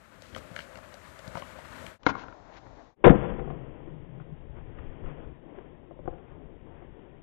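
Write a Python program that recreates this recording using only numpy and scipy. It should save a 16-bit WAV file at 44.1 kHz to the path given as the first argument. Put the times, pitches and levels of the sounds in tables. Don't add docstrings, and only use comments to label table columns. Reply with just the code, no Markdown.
import sys
import numpy as np
from scipy import signal
from scipy.fft import rfft, irfft
from scipy.io import wavfile
from scipy.ndimage import uniform_filter1d

SR = 44100
rng = np.random.default_rng(int(sys.argv[2]) if len(sys.argv) > 2 else 0)


def materialize(psi):
    bounded = np.clip(np.atleast_2d(psi).T, -1, 1)
    quanta = np.round(bounded * 32767).astype(np.int16)
    wavfile.write(sys.argv[1], SR, quanta)


def ratio(d):
    e = np.asarray(d, float) / 20
    return 10 ** e


N = 318592

# start t/s, slowed by (times)
SHOTS = [(0, 1), (1.986, 2), (2.953, 4)]
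# t/s, level/dB, pitch as heard f/Hz, crack level/dB and thud level/dB over the blow
BLOWS = [(0.221, -44, 530, 7.5, -12), (.348, -27.5, 1900, -25, -16), (0.362, -29.5, 1200, -3.5, -8),
         (.514, -42.5, 275, -4, 12.5), (.563, -24, 1460, -9.5, -12), (.59, -25, 1590, -42, -14),
         (.604, -30, 2500, -30, -28), (.63, -63, 646, 1, -13), (0.756, -32, 1680, -25, -12),
         (0.787, -38.5, 1210, -14, -16), (.773, -38.5, 918, -2, -3), (0.941, -39.5, 550, 3.5, -21),
         (1.191, -43.5, 517, 6, -17), (1.278, -41, 202, 6, 15), (1.288, -48, 638, -4, -12),
         (1.353, -25, 970, -16, -1), (1.371, -24.5, 1030, -16, -8), (1.377, -32, 617, -10, -11),
         (1.405, -45, 576, -17, -12), (1.421, -28.5, 990, -17, -10), (1.587, -34, 640, -13, -20),
         (1.841, -42, 202, -28.5, 10.5), (1.865, -32.5, 1490, -1.5, -18), (2.032, -33.5, 1040, 3.5, -15.5),
         (2.065, -2, 930, -8.5, -32.5), (2.152, -23.5, 910, -13, -33), (2.283, -31.5, 1140, -16, -21),
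         (2.325, -35, 1130, -29, -11.5), (3.04, -8, 400, -4, -7), (3.043, -1.5, 498, 2.5, -26.5),
         (3.055, -2, 278, -1, -13), (3.066, -1, 367, -8, -8.5), (3.076, -6, 457, 0, -1.5),
         (3.094, 0.5, 220, -9, -7.5), (3.105, -12, 498, -1.5, -16.5), (3.23, -25.5, 463, -30.5, -15),
         (3.245, -24, 457, -12.5, -19), (3.319, -25.5, 420, -15, 1.5), (3.393, -25, 468, -8.5, -3.5),
         (3.475, -28, 468, -23, -3), (3.501, -30, 470, -4, -22), (3.873, -36.5, 363, -8, -7),
         (4.199, -44.5, 431, 1, -13), (4.787, -48, 474, 12, -11), (5.038, -36.5, 400, -7, -10),
         (5.06, -41.5, 228, 5, -20), (5.179, -40.5, 563, -12, 5), (5.584, -35.5, 384, -4, -5),
         (5.909, -34, 372, -39, -15.5), (5.99, -34, 382, -23, -17), (6.055, -31.5, 509, -14, -29),
         (6.076, -19, 490, -22.5, -20), (6.109, -40.5, 500, -17, -21), (6.821, -44.5, 595, -1, -16)]
# f/Hz, level/dB, undamped time to fall 60 dB t/s
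BOARD_MODES = [(513.7, -1.5, 0.12), (625, 8, 0.04), (810, -0.5, 0.028), (1022, -9, 0.08),
               (1280, -0.5, 0.026), (1605, 3.5, 0.018), (1820, 0, 0.034), (2180, 9.5, 0.01),
               (2500, -2.5, 0.026), (2834, 4, 0.024), (3286, -4.5, 0.038), (4153, -2.5, 0.06)]
# f/Hz, level/dB
GRIT_COLOUR = [(500, -8), (900, 2.5), (1400, 4), (2000, -0.5), (2800, -7.5), (4000, -12), (6000, -27.5)]
HISS_COLOUR = [(2500, -14), (4000, 0.5), (5500, 1.5), (7500, 4.5), (10000, -1), (13500, -4), (15000, -53.5)]
RUMBLE_COLOUR = [(25, 1.5), (60, 8), (130, -4), (250, -3.5), (400, -9), (700, -10.5)]
# f/Hz, level/dB
SCUFF_COLOUR = [(700, -19), (1500, 13.5), (4000, 6), (8000, -2.5), (14000, -12)]
# delay t/s, relative level/dB
ECHOES = [(0.012, -15), (.022, -30.5), (0.05, -32.5), (.085, -32), (.115, -44)]
# t/s, level/dB
LOAD = [(0, -58.5), (.23, -54.5), (.4, -52), (.74, -52), (1.05, -53), (1.34, -48.5), (1.6, -50),
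        (1.85, -45), (2.3, -49), (2.5, -51), (2.9, -49.5), (3.5, -37.5), (3.9, -43.5), (4.5, -45),
        (4.8, -42), (5.08, -40), (5.4, -47), (5.56, -44), (5.8, -49.5), (6.5, -46.5), (7.22, -48)]
# from t/s, rumble level/dB, deck hum level/dB, grit level/dB, hiss level/dB
SURFACES = [(0, 1, -8.5, -1.5, -14), (2.0, -2, -11.5, -2.5, -21), (3.04, -5, -13, -6.5, -21.5),
            (5.35, -2, -12, -4, -21)]
# peak t/s, half width t/s, level/dB
RUMBLE_SWELLS = [(0.359, 0.045, -49), (.5, 0.21, -62), (3.9, 0.096, -53), (4.02, 0.048, -51),
                 (4.37, 0.13, -47.5), (4.58, 0.15, -45.5), (4.819, 0.11, -38.5), (5.051, 0.036, -32),
                 (5.27, .06, -39.5), (6.07, 0.073, -41), (6.33, 0.045, -56), (6.7, 0.19, -59)]
# peak t/s, half width t/s, level/dB
DECK_HUMS = [(.37, 0.023, -54), (0.659, 0.24, -56), (1.34, 0.14, -53), (1.57, 0.017, -52),
             (3.5, 0.099, -41), (3.999, 0.14, -48), (4.181, 0.071, -43.5), (4.33, 0.022, -43.5),
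             (4.92, 0.091, -74), (5.1, 0.045, -49)]
# peak t/s, half width t/s, level/dB
SCUFFS = [(.27, 0.055, -57), (0.372, 0.028, -51.5), (0.598, 0.049, -51.5), (1.381, 0.036, -51.5),
          (2.087, 0.026, -37.5), (2.2, 0.039, -50.5), (2.541, 0.024, -54.5), (2.578, 0.013, -49.5),
          (3.169, 0.048, -38.5), (3.281, 0.11, -41), (4.22, 0.023, -57.5), (4.579, 0.035, -52.5),
          (4.79, 0.071, -55), (5.1, 0.04, -49.5), (5.211, 0.04, -50.5), (5.588, 0.038, -54),
          (6.1, 0.049, -57.5), (6.18, 0.0089, -56.5), (6.27, 0.14, -58), (6.75, 0.095, -56.5)]


def true_time(heard):
    start, slow = np.transpose(SHOTS)
    edges = np.append(start, N / SR)
    lived = np.append(0, np.cumsum(np.diff(edges) / slow))
    shot = np.searchsorted(start, heard, side="right") - 1
    return np.interp(heard, edges, lived), slow[shot]


def heard_time(n):
    edges = np.append(np.transpose(SHOTS)[0], N / SR)
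    true_edges = true_time(edges[:-1])[0].tolist() + [n / SR]
    return np.interp(np.arange(n) / SR, true_edges, edges)


def colour(x, points):
    hz, db = np.transpose(points)
    f = np.fft.rfftfreq(len(x), 1 / SR) + 1
    gain = ratio(np.interp(np.log(f), np.log(hz), db, left=-60, right=-60))
    shaped = irfft(rfft(x) * gain, len(x))
    return shaped / np.std(shaped)


def walk(n, rate):
    hold = int(SR / rate)
    levels = np.repeat(rng.standard_normal(n // hold + 1), hold)
    return uniform_filter1d(levels, hold)[:n]


def swell(heard, rows):
    return sum(ratio(db) * np.exp(-((heard - peak) / width) ** 2) for peak, width, db in rows)


def grains(n, rate, spread_db):
    hit = rng.random(n) < rate / SR
    size = np.minimum(rng.exponential(size=n), 2.5)
    return rng.standard_normal(n) * (1 + hit * ratio(spread_db * size))


def ring(weights_db, tune=1, damping=1):
    hz, db, t60 = np.transpose(BOARD_MODES)[:, :, None]
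    t = np.arange(3000) / SR
    sign = (-1) ** np.arange(len(hz))[:, None]
    decay = np.exp(-np.log(1000) * damping * t / t60)
    tones = sign * np.sin(2 * np.pi * hz * tune * t) * decay
    return np.sum(ratio(db + weights_db[:, None]) * tones, axis=0)


def rolling(n):
    surface_blend_s = 0.019
    heard = heard_time(n)
    load_db = np.interp(heard, *np.transpose(LOAD))
    surfaces = np.array(SURFACES)
    under = np.searchsorted(surfaces[:, 0], heard, side="right") - 1
    over_load_db = uniform_filter1d(surfaces[under, 1:].T, int(surface_blend_s * SR), axis=1)
    rumble_gain, hum_gain, grit_gain, hiss_gain = ratio(load_db + over_load_db)
    judder = walk(n, 45)

    rumble = ratio(1.3 * walk(n, 25.37)) * colour(rng.standard_normal(n), RUMBLE_COLOUR)
    low_modes = ring(-30.0 * (np.array(BOARD_MODES)[:, 0] > 800))
    deck = signal.fftconvolve(grains(n, 340, 2.3), low_modes)[:n]
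    hum = ratio(0.65 * judder) * deck / np.std(deck)
    grit = ratio(1.3 * judder + 1.12 * walk(n, 90)) * colour(grains(n, 500, 4.5), GRIT_COLOUR)
    hiss = ratio(0.41 * judder + 0.74 * walk(n, 15)) * colour(grains(n, 540, 2.6), HISS_COLOUR)
    scuff = ratio(2.3 * walk(n, 150)) * colour(grains(n, 1000, 4.0), SCUFF_COLOUR)
    return ((rumble_gain + swell(heard, RUMBLE_SWELLS)) * rumble
            + (hum_gain + swell(heard, DECK_HUMS)) * hum
            + grit_gain * grit
            + hiss_gain * hiss
            + swell(heard, SCUFFS) * scuff)


def one_blow(hz, crack_db, thud_db):
    chatter_s, attack_s = 0.0061, 0.00017
    contact_cycles, focus_db_per_octave = 0.081, -14
    detune, crack_hz = 0.035, 5830
    damping = 2.8
    t = np.arange(3000) / SR
    fade = np.exp(-np.log(1000) * t / chatter_s) * (1 - np.exp(-t / attack_s))

    push = 0.3 * rng.standard_normal(len(t)) * fade
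    push[12] = 1
    contact = np.exp(-(t[:60] * hz / contact_cycles - 1) ** 2)
    force = np.convolve(push, contact)[:len(t)]
    octaves_away = np.abs(np.log2(np.array(BOARD_MODES)[:, 0] / hz))
    tune = 1 + detune * rng.standard_normal((len(BOARD_MODES), 1))
    modes = ring(focus_db_per_octave * octaves_away, tune, damping)
    wood = signal.fftconvolve(force, modes)[:len(t)]

    crack_band = signal.butter(2, [600, crack_hz], "bandpass", fs=SR)
    crack = signal.lfilter(*crack_band, rng.standard_normal(len(t))) * fade ** 0.5
    thud = np.sin(2 * np.pi * 150.0 * t) * np.exp(-t / 0.0039)
    return wood / np.max(np.abs(wood)) + ratio(crack_db) * crack + ratio(thud_db) * thud


def blows(n):
    out = np.zeros(n + 8000)
    for heard, db, hz, crack_db, thud_db in BLOWS:
        at, slow = true_time(heard)
        blow = one_blow(hz * slow, crack_db, thud_db)
        k = int(at * SR)
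        out[k:k + len(blow)] += ratio(db) * blow
    return out[:n]


def yard(x):
    tail_db, tail_t60_s, tail_hz = -23, 0.25, 2650
    smear_s = 0.0021
    t = np.arange(SR // 2) / SR
    shape = ratio(tail_db) * np.exp(-np.log(1000) * t / tail_t60_s) * np.minimum(t / smear_s, 1)
    for lag, db in ECHOES:
        slap = (t >= lag) * np.exp(-np.abs(t - lag) / smear_s)
        shape = shape + ratio(db) * slap * 1.49
    dulling = np.exp(-2 * np.pi * tail_hz / SR)
    tail = signal.lfilter([1], [1, -dulling], rng.standard_normal(len(t)))
    answer = shape * tail / np.std(tail) / np.sqrt(SR / 100)
    return x + signal.fftconvolve(x, answer)[:len(x)]


def camera(x):
    mic_db, mic_low_hz = 2.5, 78
    input_hiss_db, overload, top_hz = -76, 1.25, 15010
    both = ratio(input_hiss_db) * rng.standard_normal((2, len(x)))
    mic = ratio(mic_db) * signal.lfilter(*signal.butter(2, mic_low_hz, "high", fs=SR), x)
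    both[0] += overload * np.tanh(mic / overload)
    return signal.sosfilt(signal.ellip(10, .3, 80, top_hz, fs=SR, output="sos"), both)


def scene():
    fade_s = 0.11
    n = int(true_time(N / SR)[0] * SR) + 100
    ride = camera(rolling(n) + yard(blows(n)))
    out, t = np.zeros((2, N)), np.arange(N) / SR
    for start, slow in SHOTS:
        k = int(start * SR)
        rest = ride[:, int(true_time(start)[0] * SR):]
        shot = signal.resample_poly(rest, slow, 1, axis=1, window=("kaiser", 9))[:, :N - k]
        out[:, k:k + shot.shape[1]] = shot
    for cut, _ in SHOTS[1:]:
        out = out * np.clip(np.abs(t - cut) / fade_s, .03, 1) ** 1.12
    return out


def low_pass(x):
    return signal.sosfilt(signal.butter(12, 14720, fs=SR, output="sos"), x)


def record(dry):
    dither_db = -102.5
    clipped = np.clip(dry, -.99, .99)
    mix = clipped + ratio(dither_db) * rng.standard_normal(dry.shape)
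    return low_pass(mix)


dry = scene()
out = record(dry)
materialize(out)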